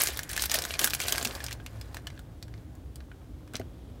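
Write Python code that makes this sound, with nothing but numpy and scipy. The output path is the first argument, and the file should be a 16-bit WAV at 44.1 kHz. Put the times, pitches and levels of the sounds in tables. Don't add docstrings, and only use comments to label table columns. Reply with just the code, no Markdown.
import sys
import numpy as np
from scipy import signal
from scipy.fft import rfft, irfft, next_fast_len
from scipy.io import wavfile

SR = 44100
rng = np.random.default_rng(int(sys.argv[2]) if len(sys.argv) > 2 else 0)


def unload_audio(sound):
    columns = np.transpose(np.atleast_2d(sound))
    steps = np.round(np.clip(columns, -1, 1) * 32767)
    wavfile.write(sys.argv[1], SR, steps.astype(np.int16))


N = 176400

# (time [s], level [dB], ring [Hz], treble [dB])
CREASE_SNAPS = [(0.0111, -20.5, 6200, -13), (0.0188, -15.5, 6700, 15), (0.0358, -15, 7300, 14),
                (0.0604, -27, 7400, 4), (0.0725, -20, 6700, -3.5), (0.0861, -27, 1960, -3),
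                (0.1732, -26.5, 3500, 3), (0.192, -23.5, 1650, -3.5), (0.2329, -30.5, 3440, 1.5),
                (0.2932, -31.5, 5940, 3), (0.3146, -30, 1800, 6), (0.3321, -28, 9100, -9),
                (0.3644, -24, 2640, -5), (0.3774, -22, 1690, -6), (0.3959, -24.5, 4030, -16),
                (0.4065, -32, 5000, 3), (0.422, -18, 8350, -2), (0.4384, -21.5, 1520, -1),
                (0.453, -30, 4900, 16), (0.4573, -22, 12200, -7), (0.4973, -25.5, 5450, -11),
                (0.5156, -17.5, 6980, -6.5), (0.5415, -19.5, 5030, -3.5), (0.5442, -18, 1780, 8),
                (0.555, -23, 11200, -3), (0.588, -21, 5050, -5.5), (0.6211, -25, 5470, -1),
                (0.6392, -28, 3700, -11), (0.6514, -24.5, 1500, -5), (0.7071, -27, 2730, -37),
                (0.7394, -26.5, 2500, -18), (0.7525, -33, 2410, -31), (0.7923, -18, 6060, -10.5),
                (0.795, -20.5, 2970, 8), (0.8151, -22, 3020, 3), (0.8435, -12, 5470, 5),
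                (0.845, -22.5, 1600, 8), (0.8537, -24, 9800, 17), (0.8617, -24, 12500, 9),
                (0.8717, -31, 11000, 3), (0.8744, -20, 1500, -4), (0.8997, -29, 5500, 3),
                (0.9061, -25.5, 4540, -6), (0.9346, -20.5, 2360, -9), (0.94, -23.5, 4300, 6),
                (0.9491, -21, 10700, -4), (1.0023, -23.5, 2240, -7), (1.016, -27.5, 6120, -1),
                (1.083, -19.5, 3770, -4.5), (1.0941, -29, 2900, -3), (1.1237, -15.5, 3300, -2.5),
                (1.1508, -28.5, 1840, -25), (1.1585, -29, 1850, -5), (1.1812, -21, 1400, -7.5),
                (1.2129, -31, 4330, -19), (1.2277, -26, 7000, -6), (1.2492, -22, 6300, 0),
                (1.2522, -20, 2630, -10.5), (1.2729, -28, 5500, -8), (1.3098, -33, 4120, -38),
                (1.3512, -31, 4700, -9), (1.404, -33, 1720, -23), (1.441, -27.5, 9100, -5),
                (1.4644, -30, 4900, -7), (1.484, -33, 1420, -21), (1.5102, -34, 1690, -12),
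                (1.5197, -34, 2730, -15), (1.5279, -30, 4300, -3), (1.6005, -44.5, 1660, -47),
                (1.6632, -33.5, 2680, -12), (1.8127, -37, 5150, -11.5), (1.9453, -34, 980, -10.5),
                (1.969, -33.5, 1540, -15), (2.0703, -30.5, 3000, -13), (2.0735, -42, 1700, -22),
                (2.1025, -43.5, 2090, -15), (2.1772, -47, 1760, -30), (2.1926, -42, 1440, -5)]
# (frequency [Hz], level [dB])
CRACK_SPECTRUM = [(100, -7.5), (300, -13), (1000, -7), (1800, -2.5), (8000, 2.5), (16000, -1)]
# (time [s], level [dB])
CRINKLE_LEVEL = [(0, -26), (.04, -31.5), (.095, -37.5), (.215, -49), (.283, -60), (.3, -38.5), (.35, -44.5),
                 (.42, -35.5), (.46, -43), (.488, -53), (.51, -33.5), (.535, -35), (.55, -28),
                 (.605, -45.5), (.7, -41.5), (.745, -42.5), (.78, -52), (.8, -34.5), (.85, -28.5),
                 (.89, -49), (.945, -45), (.98, -48.5), (1.01, -33), (1.1, -36), (1.26, -41.5), (1.31, -48),
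                 (1.5, -51.5), (1.57, -68), (1.84, -59.5), (1.91, -65.5), (1.97, -57), (2.03, -72),
                 (2.18, -65), (2.26, -81)]
# (frequency [Hz], level [dB])
CRINKLE_SPECTRUM = [(1100, -7), (1700, -2.5), (2500, -1), (4500, -2), (13500, -8.5), (16000, -10.5)]
# (time [s], level [dB])
FLEX_LEVEL = [(0, -43), (.12, -47.5), (.27, -60), (.33, -50.5), (.49, -52), (.54, -43.5), (.62, -46.5),
              (.77, -53.5), (.84, -38), (.9, -56), (.98, -49.5), (1.03, -45), (1.17, -44), (1.25, -43),
              (1.5, -52.5), (1.6, -61), (1.96, -57.5), (2.25, -68)]
# (frequency [Hz], level [dB])
FLEX_SPECTRUM = [(90, -23.5), (170, -12.5), (250, -2.5), (460, 3.5), (750, -5), (1050, -2.5), (4000, -27)]
# (time [s], level [dB], pitch [Hz])
PANEL_BUCKLES = [(0.539, -35, 627), (0.839, -35, 250), (1.221, -36.5, 221), (1.258, -34, 205)]
# (frequency [Hz], width [Hz], gain [dB])
POUCH_RESONANCES = [(772, 86, 0.5), (1410, 85, -8.5), (1734, 70, 0.5)]
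# (time [s], level [dB])
RUB_LEVEL = [(1.0, -55), (1.45, -53.5), (1.56, -67), (2.18, -68), (2.3, -97)]
# (time [s], level [dB], ring [Hz], treble [dB])
PLATE_TICKS = [(2.4268, -36, 4470, -14), (2.481, -48.5, 1680, -21), (2.5399, -44.5, 2180, -21),
               (2.5784, -54, 2150, -32), (2.753, -52.5, 6960, 4), (2.9577, -40, 4650, -3),
               (3.0047, -45, 1590, -30), (3.1159, -42, 1470, -70), (3.216, -56.5, 1220, -68),
               (3.4764, -48.5, 1080, -16.5), (3.5365, -38.5, 1480, -8), (3.5443, -36, 1380, -30),
               (3.5548, -26, 4140, -22), (3.5664, -34, 5700, -8), (3.5972, -39, 2000, -9),
               (3.6141, -42, 1430, -31)]
# (time [s], level [dB])
FOOD_LANDINGS = [(3.546, -42), (3.598, -35), (3.607, -45), (3.614, -54)]
# (frequency [Hz], gain [dB], t60 [s])
PLATE_MODES = [(103, -1, 0.088), (241, 5.5, 0.047), (430, 10, 0.027), (640, -1, 0.065), (746, -2, 0.044)]
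# (time [s], level [dB])
SLEEVE_LEVEL = [(3.4, -72), (3.55, -56)]
# (frequency [Hz], level [dB])
RUMBLE_SPECTRUM = [(32, -34), (42, -1), (75, 1.5), (105, -6), (140, -7), (190, -17), (280, -14),
                   (400, -21.5), (700, -27), (1050, -38), (2400, -44.5), (16000, -49.5)]
# (frequency [Hz], width [Hz], level [dB])
CABIN_HUMS = [(60.8, 12, -49.5), (255, 14.4, -62.5), (308.7, 7.5, -62.5)]
# (time [s], level [dB])
DRONE_LEVEL = [(0, -66), (1.8, -47), (2.15, -53), (2.32, -47.5), (2.44, -58), (2.58, -40.5), (2.72, -61),
               (4, -56)]
# (time [s], level [dB])
HISS_LEVEL = [(3.3, -77), (3.6, -71.5)]


def snaps(rows, material_db=0, size=2048):
    crack_s, ping_s, ring_cycles = 0.00045, 0.003, 2.2
    level_window_s = 0.0019
    out, t = np.zeros(N), np.arange(size) / SR
    for s, db, hz, treble_db in rows:
        burst, shiver, rattle = rng.standard_normal((3, size))
        since_second = t - 0.0011 * rng.uniform(.5, 1.7)
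        second_step = from_db(-6.5) * (since_second > 0) * np.exp(-np.abs(since_second) / crack_s)
        steps = np.exp(-t / crack_s) + second_step
        noise = rms_one(burst * steps) + from_db(-1) * rms_one(shiver * dying(t, t60=0.04))
        treble_shelf = [(min(4900, 2 * hz), 0), (10660, treble_db)]
        crack = colour(colour(noise, CRACK_SPECTRUM), treble_shelf)
        ring = np.sin(2 * np.pi * hz * t) * np.exp(-t * hz / ring_cycles)
        ping = resonate(rattle * np.exp(-t / ping_s), hz, width_hz=250)
        facet = from_db(-7.5) * rms_one(ring) + from_db(-9) * rms_one(ping)
        lightness_db = 1.5 * np.tanh((-34.5 - db) / 10)
        dullness_db = -0.36 * max(treble_db, -16)
        snap = rms_one(rms_one(crack) + from_db(material_db + lightness_db + dullness_db) * facet)
        add(out, s, from_db(db) * np.sqrt(level_window_s * SR / size) * snap)
    return out


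def crinkles(size=512):
    shiver_s, ring_cycles = 0.001, 1.8
    settled = int(CRINKLE_LEVEL[-1][0] * SR)
    clicks = random_clicks(per_s=1900, spread_db=2.5)
    rings, fade = np.zeros(N), np.exp(-np.arange(size) / SR / shiver_s)
    for i in np.flatnonzero(clicks[:settled]):
        hz = np.exp(rng.uniform(np.log(1200), np.log(15000)))
        facet = resonate(rng.standard_normal(size) * fade, hz, hz / ring_cycles / np.pi)
        add(rings, i / SR, clicks[i] * np.sqrt(hz) * rms_one(facet))
    rings = colour(rings, CRINKLE_SPECTRUM)
    return from_db(-1.5) * level(CRINKLE_LEVEL) * rings / np.std(rings[:settled])


def flexing(buckle_width_hz=103):
    pops = colour(random_clicks(per_s=450, spread_db=3.5), FLEX_SPECTRUM)
    out, t = level(FLEX_LEVEL) * rms_one(pops), np.arange(SR // 4) / SR
    for s, db, hz in PANEL_BUCKLES:
        band = resonate(rng.standard_normal(len(t)), hz, buckle_width_hz)
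        shudder = resonate(band, hz, buckle_width_hz)
        add(out, s, from_db(db) * rms_one(shudder) * dying(t, t60=0.11))
    return out


def pouch(x, block=256, shapes=33, wander=0.06):
    out, starts = x.copy(), np.arange(0, N, block)
    for hz, width_hz, db in POUCH_RESONANCES:
        drift = np.interp(starts, np.linspace(0, N, shapes), rng.standard_normal(shapes))
        r, state = np.exp(-np.pi * width_hz / SR), np.zeros(2)
        for i, centre_hz in zip(starts, hz * np.exp(wander * drift)):
            poles = [1, -2 * r * np.cos(2 * np.pi * centre_hz / SR), r * r]
            ring, state = signal.lfilter([1, 0, -1], poles, x[i:i + block] + 1e-18, zi=state)
            out[i:i + block] += from_db(db) * (1 - r * r) / 2 * ring
    return out


def rub():
    return level(RUB_LEVEL) * narrow_noise(hz=1700, width_hz=460)


def ticks():
    return from_db(-1) * snaps(PLATE_TICKS, material_db=-2)


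def landings():
    out, t = np.zeros(N), np.arange(SR // 4) / SR
    attack = 1 - np.exp(-t / 0.00038)
    for s, db in FOOD_LANDINGS:
        signs = rng.choice([-1, 1], len(PLATE_MODES))
        thud = sum(sign * from_db(db + mode_db) * np.sin(2 * np.pi * hz * t) * dying(t, t60)
                   for sign, (hz, mode_db, t60) in zip(signs, PLATE_MODES))
        add(out, s, attack * thud)
    return out


def skid(start_s=3.543):
    out, t = np.zeros(N), np.arange(N) / SR
    grains = resonate(random_clicks(per_s=1900, spread_db=2.5), hz=1900, width_hz=960)
    add(out, start_s, from_db(-46) * rms_one(grains) * dying(t, t60=0.16))
    return out


def sleeve(hz=190, width_hz=203):
    rustle = resonate(narrow_noise(hz, width_hz), hz, 2 * width_hz)
    return level(SLEEVE_LEVEL) * rms_one(rustle)


def cabin_reflections(x, cutoff_hz=9400):
    t = np.arange(SR // 4) / SR
    reflections = rng.standard_normal(len(t)) * (t > .001)
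    tail = signal.lfilter(*signal.butter(1, cutoff_hz, fs=SR), reflections) * dying(t, t60=0.11)
    return x + from_db(-14.5) * signal.fftconvolve(x, tail / np.linalg.norm(tail))[:N]


def cabin_tone():
    rumble = from_db(-46) * rms_one(colour(rng.standard_normal(N + SR), RUMBLE_SPECTRUM)[SR:])
    hums = sum(from_db(db) * narrow_noise(hz, width_hz) for hz, width_hz, db in CABIN_HUMS)
    drone = level(DRONE_LEVEL) * narrow_noise(hz=108.3, width_hz=5.7)
    hiss = level(HISS_LEVEL) * narrow_noise(hz=3350, width_hz=810)
    return rumble + hums + drone + hiss


def from_db(db):
    return 10 ** (np.asarray(db) / 20)


def rms_one(x):
    return x / np.sqrt(np.mean(x ** 2) + 1e-20)


def level(rows):
    return from_db(np.interp(np.arange(N) / SR, *np.transpose(rows)))


def colour(x, points):
    size = 2 * next_fast_len(len(x))
    hz, db = np.transpose(points)
    grid_hz = np.maximum(np.arange(size // 2 + 1) * SR / size, 1)
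    gain = from_db(np.interp(np.log(grid_hz), np.log(hz), db))
    cepstrum = irfft(np.log(gain))
    cepstrum[1:size // 2] *= 2
    cepstrum[size // 2 + 1:] = 0
    return irfft(rfft(x, size) * np.exp(rfft(cepstrum)))[:len(x)]


def resonate(x, hz, width_hz):
    r = np.exp(-np.pi * width_hz / SR)
    poles = [1, -2 * r * np.cos(2 * np.pi * hz / SR), r * r]
    return signal.lfilter(np.array([1, 0, -1]) * (1 - r * r) / 2, poles, x + 1e-18)


def narrow_noise(hz, width_hz):
    return rms_one(resonate(rng.standard_normal(N + SR), hz, width_hz)[SR:])


def random_clicks(per_s, spread_db):
    sizes = from_db(spread_db * np.minimum(rng.exponential(1, N), 4))
    return sizes * rng.choice([-1, 1], N) * (rng.random(N) < per_s / SR)


def dying(t, t60):
    return np.exp(-np.log(1000) * t / t60)


def add(out, s, x):
    i = int(s * SR)
    out[i:i + len(x)] += x[:N - i]


def scene():
    foil = pouch(from_db(-0.34) * snaps(CREASE_SNAPS) + crinkles() + flexing())
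    food = rub() + ticks() + landings() + skid()
    return (cabin_reflections(foil + food) + cabin_tone() + sleeve())[None]


def record(dry):
    low_cut = signal.butter(4, 34, "high", fs=SR, output="sos")
    top_cut = signal.firwin(255, 15900, fs=SR, window="blackman")
    return signal.fftconvolve(signal.sosfilt(low_cut, dry), top_cut[None], "same")


dry = scene()
out = record(dry)
unload_audio(out)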